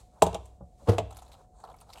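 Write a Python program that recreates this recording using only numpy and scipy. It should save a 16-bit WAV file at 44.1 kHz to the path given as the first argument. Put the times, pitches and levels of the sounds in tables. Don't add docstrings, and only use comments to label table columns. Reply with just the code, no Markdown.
import sys
import numpy as np
from scipy import signal
from scipy.fft import rfft, irfft
from scipy.io import wavfile
from scipy.ndimage import uniform_filter1d

SR = 44100
rng = np.random.default_rng(int(sys.argv[2]) if len(sys.argv) > 2 else 0)


def unload_audio(sound):
    columns = np.transpose(np.atleast_2d(sound))
    steps = np.round(np.clip(columns, -1, 1) * 32767)
    wavfile.write(sys.argv[1], SR, steps.astype(np.int16))


def undo_db(level):
    steps = np.asarray(level, float) / 20
    return 10 ** steps


N = 88200

# t/s, crack level/dB, pipe level/dB, cabinet boom level/dB, dullness/(dB per octave)
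KNOCKS = [(0.2152,-59.5,-36,-60.5,3), (0.2209,-21.5,-15,-32,11), (0.2221,-10,-5.5,-25,-3.5),
          (0.2655,-26,-18.5,-32,1.5), (0.287,-55,-38,-57,-3), (0.33,-39.5,-33.5,-38,5),
          (0.345,-26.5,-26.5,-41,2.5), (0.351,-31,-26,-53,25), (0.9823,-23.5,-15.5,-34.5,2.5),
          (0.9848,-25.5,-12,-34.5,12), (0.9982,-39,-22.5,-40.5,12), (1.0025,-59,-26,-43.5,3)]
# f/Hz, level/dB, T60/s
PIPE_MODES = [(337, -18, 0.2), (448.2, 1, 0.11), (560, -18, .05), (644, 3.5, 0.062), (821, -1.5, 0.13),
              (916, -2.5, 0.08), (1003, -8, 0.12), (1080, -16, 0.069), (1202, -21.5, 0.15),
              (1406, -23, 0.036)]
WALL_MODES = [(2245, -24, .03), (2785, -10, .022), (3155, -18, .03), (3400, -20, .03), (3755, -11, .022),
              (7200, -17, .02)]
# f/Hz, level/dB, T60/s
BARE_PIPE_MODES = [(346, -12, 0.048), (434, -8, 0.091), (623, -10.5, 0.24), (649.5, 3, 0.063),
                   (746.5, -14.5, 0.13), (824, -10.5, 0.068), (1016, -10, 0.072), (1060, -24, 0.094),
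                   (1210, -44, 0.057)]
BARE_WALL_MODES = [(1940, -17, .04), (2110, -13, .045), (2560, -15, .04), (2660, -13, .04),
                   (3133, -15, .045), (3435, -13, .04), (3914, -20, .04), (7000, -19, .025)]
# f/Hz, level/dB, T60/s
CABINET_MODES = [(62.6, -12, 0.94), (80, 1.5, 0.23), (99.2, -6.5, 0.45), (121.5, -13.5, 0.067),
                 (177, 4, 0.14), (173, -0.5, 0.079), (286, -10.5, 0.21)]
# f/Hz, level/dB
CRACK_SPECTRUM = [(1200, -29.5), (1700, -27), (2100, -12.5), (2750, -3), (3750, -3), (4900, -10),
                  (7200, -2), (10000, -11), (15500, -25)]
# t/s, level/dB
BUMPS = [
    (0.6062, -37),
    (0.612, -40.5),
    (0.621, -45.5),
    (0.633, -50.5),
    (0.8188, -45.5),
    (0.831, -47),
]
# f/Hz, level/dB, T60/s
BUMP_MODES = [(70, -4.5, 0.2), (124, -0.5, 0.086), (176.7, -8.5, 0.18), (291, -5, 0.041),
              (507, -4.5, 0.036), (567, 4, 0.036), (800, -6, 0.046), (964, -9, 0.03), (1172, -20.5, 0.06),
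              (1440, -26, 0.04), (2060, -51, .04)]
# t/s, peak level/dB, scuff level/dB
SHOVES = [
    (0.872,-31.5,-42),
    (0.879,-20.5,-41.5),
    (0.8855,-18,-29.5),
    (0.8914,-9.5,-28.5),
    (0.8962,-12.5,-66),
    (0.9011,-14.5,-41.5),
    (0.916,-19.5,-38),
    (0.931,-21,-40.5),
    (0.943,-26,-51),
    (0.958,-34,-80),
]
# f/Hz, level/dB, T60/s
SPIGOT_MODES = [(255, -14, .05), (340, -8, 0.07), (474, 2, 0.07), (576, -14, 0.037), (721, -3, 0.04),
                (852, -10, 0.032), (1005, -22, 0.04), (1230, -26, 0.06)]
# f/Hz, level/dB
SCUFF_SPECTRUM = [(150,-7), (450,5.5), (1000,-4), (2310,-17), (2780,-12), (3800,-16.5), (7980,-25),
                  (12800,-28), (16000,-66)]
# t/s, level/dB
THUDS = [
    (0.8843, -14.5),
    (0.894, -16),
    (0.945, -36),
    (0.995, -38),
]
# f/Hz, level/dB, T60/s
THUD_MODES = [(55.2, -25, .5), (66.1, -21, 0.35), (101, 2, 0.13), (126, -25, 0.12), (184, -15, 0.18)]
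# t/s, click level/dB, click f/Hz, hollow level/dB
TICKS = [(0.456,-53.5,8000,-72.5), (1.1066,-49,7950,-51), (1.1075,-54.5,4230,-42),
         (1.1224,-57.5,3540,-39.5), (1.126,-54.5,6840,-51), (1.1457,-59.5,3300,-70), (1.1465,-55,10000,-81),
         (1.159,-56,4500,-64), (1.1682,-46.5,10200,-46), (1.169,-50,6900,-49), (1.186,-51.5,3900,-44),
         (1.190,-56,2760,-63), (1.193,-56,10000,-72), (1.201,-67,4400,-71), (1.217,-60,8800,-58),
         (1.2205,-51.5,7050,-42), (1.228,-57.5,6800,-68), (1.249,-62,7300,-57.5), (1.263,-60.5,4030,-70),
         (1.278,-58.5,4080,-69.5), (1.2815,-65,10200,-70), (1.3168,-49,3960,-63), (1.324,-58,8200,-66),
         (1.3314,-52,4070,-52), (1.340,-55.5,3240,-51), (1.349,-65,4900,-50), (1.5998,-61,7200,-59),
         (1.638,-54,4450,-31.5), (1.650,-58.5,4000,-51), (1.673,-60,3000,-45), (1.687,-61.5,3860,-43),
         (1.699,-57,3900,-41), (1.715,-59,3400,-62), (1.727,-65,8300,-63), (1.7405,-59.5,2270,-43),
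         (1.7415,-71,8450,-75), (1.764,-62,11300,-71), (1.786,-62,4970,-76), (1.803,-55.5,11500,-72),
         (1.8109,-49.5,9000,-71), (1.815,-57,4200,-46), (1.891,-59,4650,-44), (1.901,-51.5,3970,-41),
         (1.927,-52,4400,-54), (1.9326,-43.5,4720,-62), (1.939,-62,4460,-65), (1.9565,-51,2730,-48),
         (1.974,-48.5,2600,-43), (1.983,-47.5,2900,-50), (1.9835,-59,8500,-73)]
# f/Hz, level/dB, T60/s
HOSE_MODES = [(680, -17, 0.016), (774, 4, 0.027), (857, -4.5, 0.035), (1003, -2.5, 0.029),
              (1310, -8.5, 0.032), (1560, -38, 0.01)]
# f/Hz, level/dB
RUSTLE_SPECTRUM = [(1200, -10), (2600, -2), (4200, -5), (5600, -11), (7300, -4), (10100, -10),
                   (13000, -8.5), (16000, -30)]
TRIM_DB = {"crack": 0.5, "pipe": -4, "cabinet": 0.5, "shove": -5, "scuff": 7, "tick": -3.5, "hose": 2}
# t/s, hiss level/dB, hollow scrape level/dB
RUB = [(0,-64,-61), (0.063,-76,-79.5), (.17,-75.5,-66.5), (0.298,-74.5,-63.5), (.5,-76,-84),
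       (.6,-88.5,-71.5), (.74,-84,-101), (.8,-71.5,-72), (0.851,-72.5,-67), (0.893,-54,-35.5),
       (1.049,-78,-62), (1.33,-68.5,-62.5), (1.44,-77,-72), (1.5,-93,-87.5), (1.61,-77,-63),
       (1.645,-74.5,-56), (1.87,-73,-65.5), (2,-63,-60)]
# f/Hz, level/dB
SKIN_SPECTRUM = [(1500, -14.5), (2200, -6), (3000, -9), (4000, -2.5), (5000, -7.5), (7200, -3), (9200, -6),
                 (14000, -19.5)]
SCRAPE_SPECTRUM = [(250, -28), (450, -5.5), (700, -0.5), (1000, -3.5), (1350, -12), (1700, -20)]
# t/s, level/dB
SWISH = [
    (1.49, -100),
    (1.55, -78.5),
    (1.6, -66),
    (1.624, -70),
    (1.645, -96),
]
# f/Hz, level/dB
SLEEVE_SPECTRUM = [(2900, -30), (3600, -8), (4400, -2), (5200, -25.5), (6600, 0), (9000, -1.5),
                   (9800, -32.5)]
# f/Hz, level/dB
BACKGROUND_SPECTRUM = [(25,-6.5), (55,-1.5), (90,-8), (384,-24.5), (734,-20), (1000,-42.5), (2500,-60.5),
                       (8000,-45.5),
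                       (10000, -54), (16000, -60)]
# f/Hz, level/dB
ECHO_SPECTRUM = [(60, -6), (300, 0), (650, -5), (1100, 0), (4000, -3), (16000, -14)]


def coloured(points, size):
    hz, db = np.array(points, float).T
    f = np.fft.rfftfreq(size, 1 / SR) + 1
    weight = undo_db(np.interp(np.log(f), np.log(hz), db))
    x = irfft(rfft(rng.standard_normal(size)) * weight, size)
    return x / x.std()


def fade(t, t60, rise):
    return (1 - np.exp(-t / rise)) * np.exp(-np.log(1000) * t / t60)


def ring(modes, t, push):
    scatter_db, detune = 1.2, 0.005
    hz, db, t60 = np.array(modes, float).T[:, :, None]
    level_chance, pitch_chance = rng.standard_normal((2, len(hz), 1))
    level = undo_db(db + scatter_db * level_chance)
    sine = np.sin(2 * np.pi * hz * (1 + detune * pitch_chance) * t)
    envelope = fade(t, t60, push) * (1 - np.exp(-t / push))
    return (level * sine * envelope).sum(axis=0)


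def add(out, s, x):
    i = int(s * SR)
    out[i:i + len(x)] += x[:N - i]


def walk(rate):
    k = int(SR / rate)
    x = uniform_filter1d(uniform_filter1d(rng.standard_normal(N), k), k)
    return x / x.std()


def knocks():
    out, t = np.zeros(N), np.arange(SR // 2) / SR
    hose_off_s = 0.9
    grip_s, grip_close_s, grip_db = 0.0099, 0.0008, -8
    grip = undo_db(grip_db / (1 + np.exp(np.clip((grip_s - t) / grip_close_s, -50, 50))))
    rattle = undo_db(-4.5) * fade(t, t60=0.055, rise=0.0053)
    shape = fade(t, t60=0.0092, rise=0.00005) + rattle
    push_s, softer_s_per_db = 0.00028, 0.00003
    for s, db, pipe_db, boom_db, dull_db in KNOCKS:
        if s < hose_off_s:
            pipe_modes, wall_modes = PIPE_MODES, WALL_MODES
        else:
            pipe_modes, wall_modes = BARE_PIPE_MODES, BARE_WALL_MODES
        colour = [(hz, level - dull_db * np.log2(hz / 3000)) for hz, level in CRACK_SPECTRUM]
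        crack = undo_db(db + TRIM_DB["crack"] - 6.5) * shape * coloured(colour, len(t))
        pipe_push = push_s + softer_s_per_db * max(0.5 - pipe_db, 0)
        pipe = undo_db(pipe_db + TRIM_DB["pipe"]) * grip * ring(pipe_modes, t, pipe_push)
        wall = undo_db(db) * ring(wall_modes, t, push_s)
        boom = undo_db(boom_db + TRIM_DB["cabinet"]) * ring(CABINET_MODES, t, push=0.0073)
        add(out, s, crack + pipe + wall + boom)
    return out


def shoves():
    out, t = np.zeros(N), np.arange(SR // 2) / SR
    for s, db, scuff_db in SHOVES:
        blow = undo_db(db + TRIM_DB["shove"]) * ring(SPIGOT_MODES, t, push=0.00058)
        scuff = fade(t, t60=0.06, rise=0.0032) * coloured(SCUFF_SPECTRUM, len(t))
        add(out, s, blow + undo_db(scuff_db + TRIM_DB["scuff"]) * scuff)
    for s, db in THUDS:
        add(out, s, undo_db(db) * ring(THUD_MODES, t, push=0.00046))
    return out


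def bumps():
    out, t = np.zeros(N), np.arange(SR // 2) / SR
    for s, db in BUMPS:
        add(out, s, undo_db(db) * ring(BUMP_MODES, t, push=0.0026))
    return out


def ticks():
    out, t = np.zeros(N), np.arange(SR // 10) / SR
    grain = undo_db(2.7 * walk(520))
    ring_t60_s, ring_db = 0.009, -2
    skirt = 2 ** (2 * 0.75)
    crumble = 1 - np.exp(-t / 0.004)
    crackle_fade = fade(t, t60=0.046, rise=0.00062)
    for s, db, hz, hollow_db in TICKS:
        ping_modes = [(hz, ring_db, ring_t60_s), (hz * 0.8, ring_db - 26, ring_t60_s)]
        ping = ring(ping_modes, t, push=0.00019)
        band = coloured([(hz / skirt, -50), (hz, 0), (hz * skirt, -50)], len(t))
        crackle = band + undo_db(-2.5) * coloured(RUSTLE_SPECTRUM, len(t))
        start = int(s * SR * 0.9)
        grains = grain[start:start + len(t)] ** crumble
        click = ping + crackle_fade * crackle * grains
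        hollow = ring(HOSE_MODES, t, push=0.0016)
        add(out, s, undo_db(db + TRIM_DB["tick"]) * click + undo_db(hollow_db + TRIM_DB["hose"]) * hollow)
    return out


def rub():
    s, hiss_db, scrape_db = np.array(RUB).T
    t = np.arange(N) / SR
    hiss_level = undo_db(np.interp(t, s, hiss_db) + 2.0 * walk(36) + 0.74 * walk(370))
    hiss = hiss_level * coloured([(300, -62.5)] + SKIN_SPECTRUM, N)
    scrape_level = undo_db(np.interp(t, s, scrape_db) + 4.3 * walk(60))
    scrape = scrape_level * coloured([(60, -61)] + SCRAPE_SPECTRUM + [(4000, -70)], N)
    return hiss + scrape


def sleeve():
    s, db = np.array(SWISH).T
    level = undo_db(np.interp(np.arange(N) / SR, s, db, -140, -140) + 0.84 * walk(60))
    return level * coloured([(500, -61)] + SLEEVE_SPECTRUM + [(16000, -60)], N)


def reverberation(near):
    t = np.arange(int(0.7 * SR)) / SR
    echo = coloured(ECHO_SPECTRUM, len(t)) * fade(t, t60=0.42, rise=0.002)
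    echo = undo_db(-19) * echo / np.sqrt(np.sum(echo ** 2))
    return signal.fftconvolve(near, echo)[:N]


def hum():
    fan_hz = 730 + 2 * walk(5.4)
    fan = np.sin(2 * np.pi * np.cumsum(fan_hz) / SR)
    fan_level = undo_db(-65 + 1.2 * walk(8.1))
    return undo_db(-57) * coloured(BACKGROUND_SPECTRUM, N) + fan_level * fan


def scene():
    low_cut = signal.butter(4, 46, "high", fs=SR, output="sos")
    near = signal.sosfilt(low_cut, knocks() + bumps() + shoves() + ticks())
    return (near + reverberation(near) + rub() + sleeve() + hum())[None]


def band_limit(x):
    return signal.sosfilt(signal.butter(12, 16570, fs=SR, output="sos"), x)


def record(dry):
    bass_cut = signal.butter(5, 34, "high", fs=SR, output="sos")
    top_cut = signal.ellip(8, 0.2, 60, 16000, fs=SR, output="sos")
    x = signal.sosfilt(top_cut, signal.sosfilt(bass_cut, dry))
    return band_limit(x)


dry = scene()
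out = record(dry)
unload_audio(out)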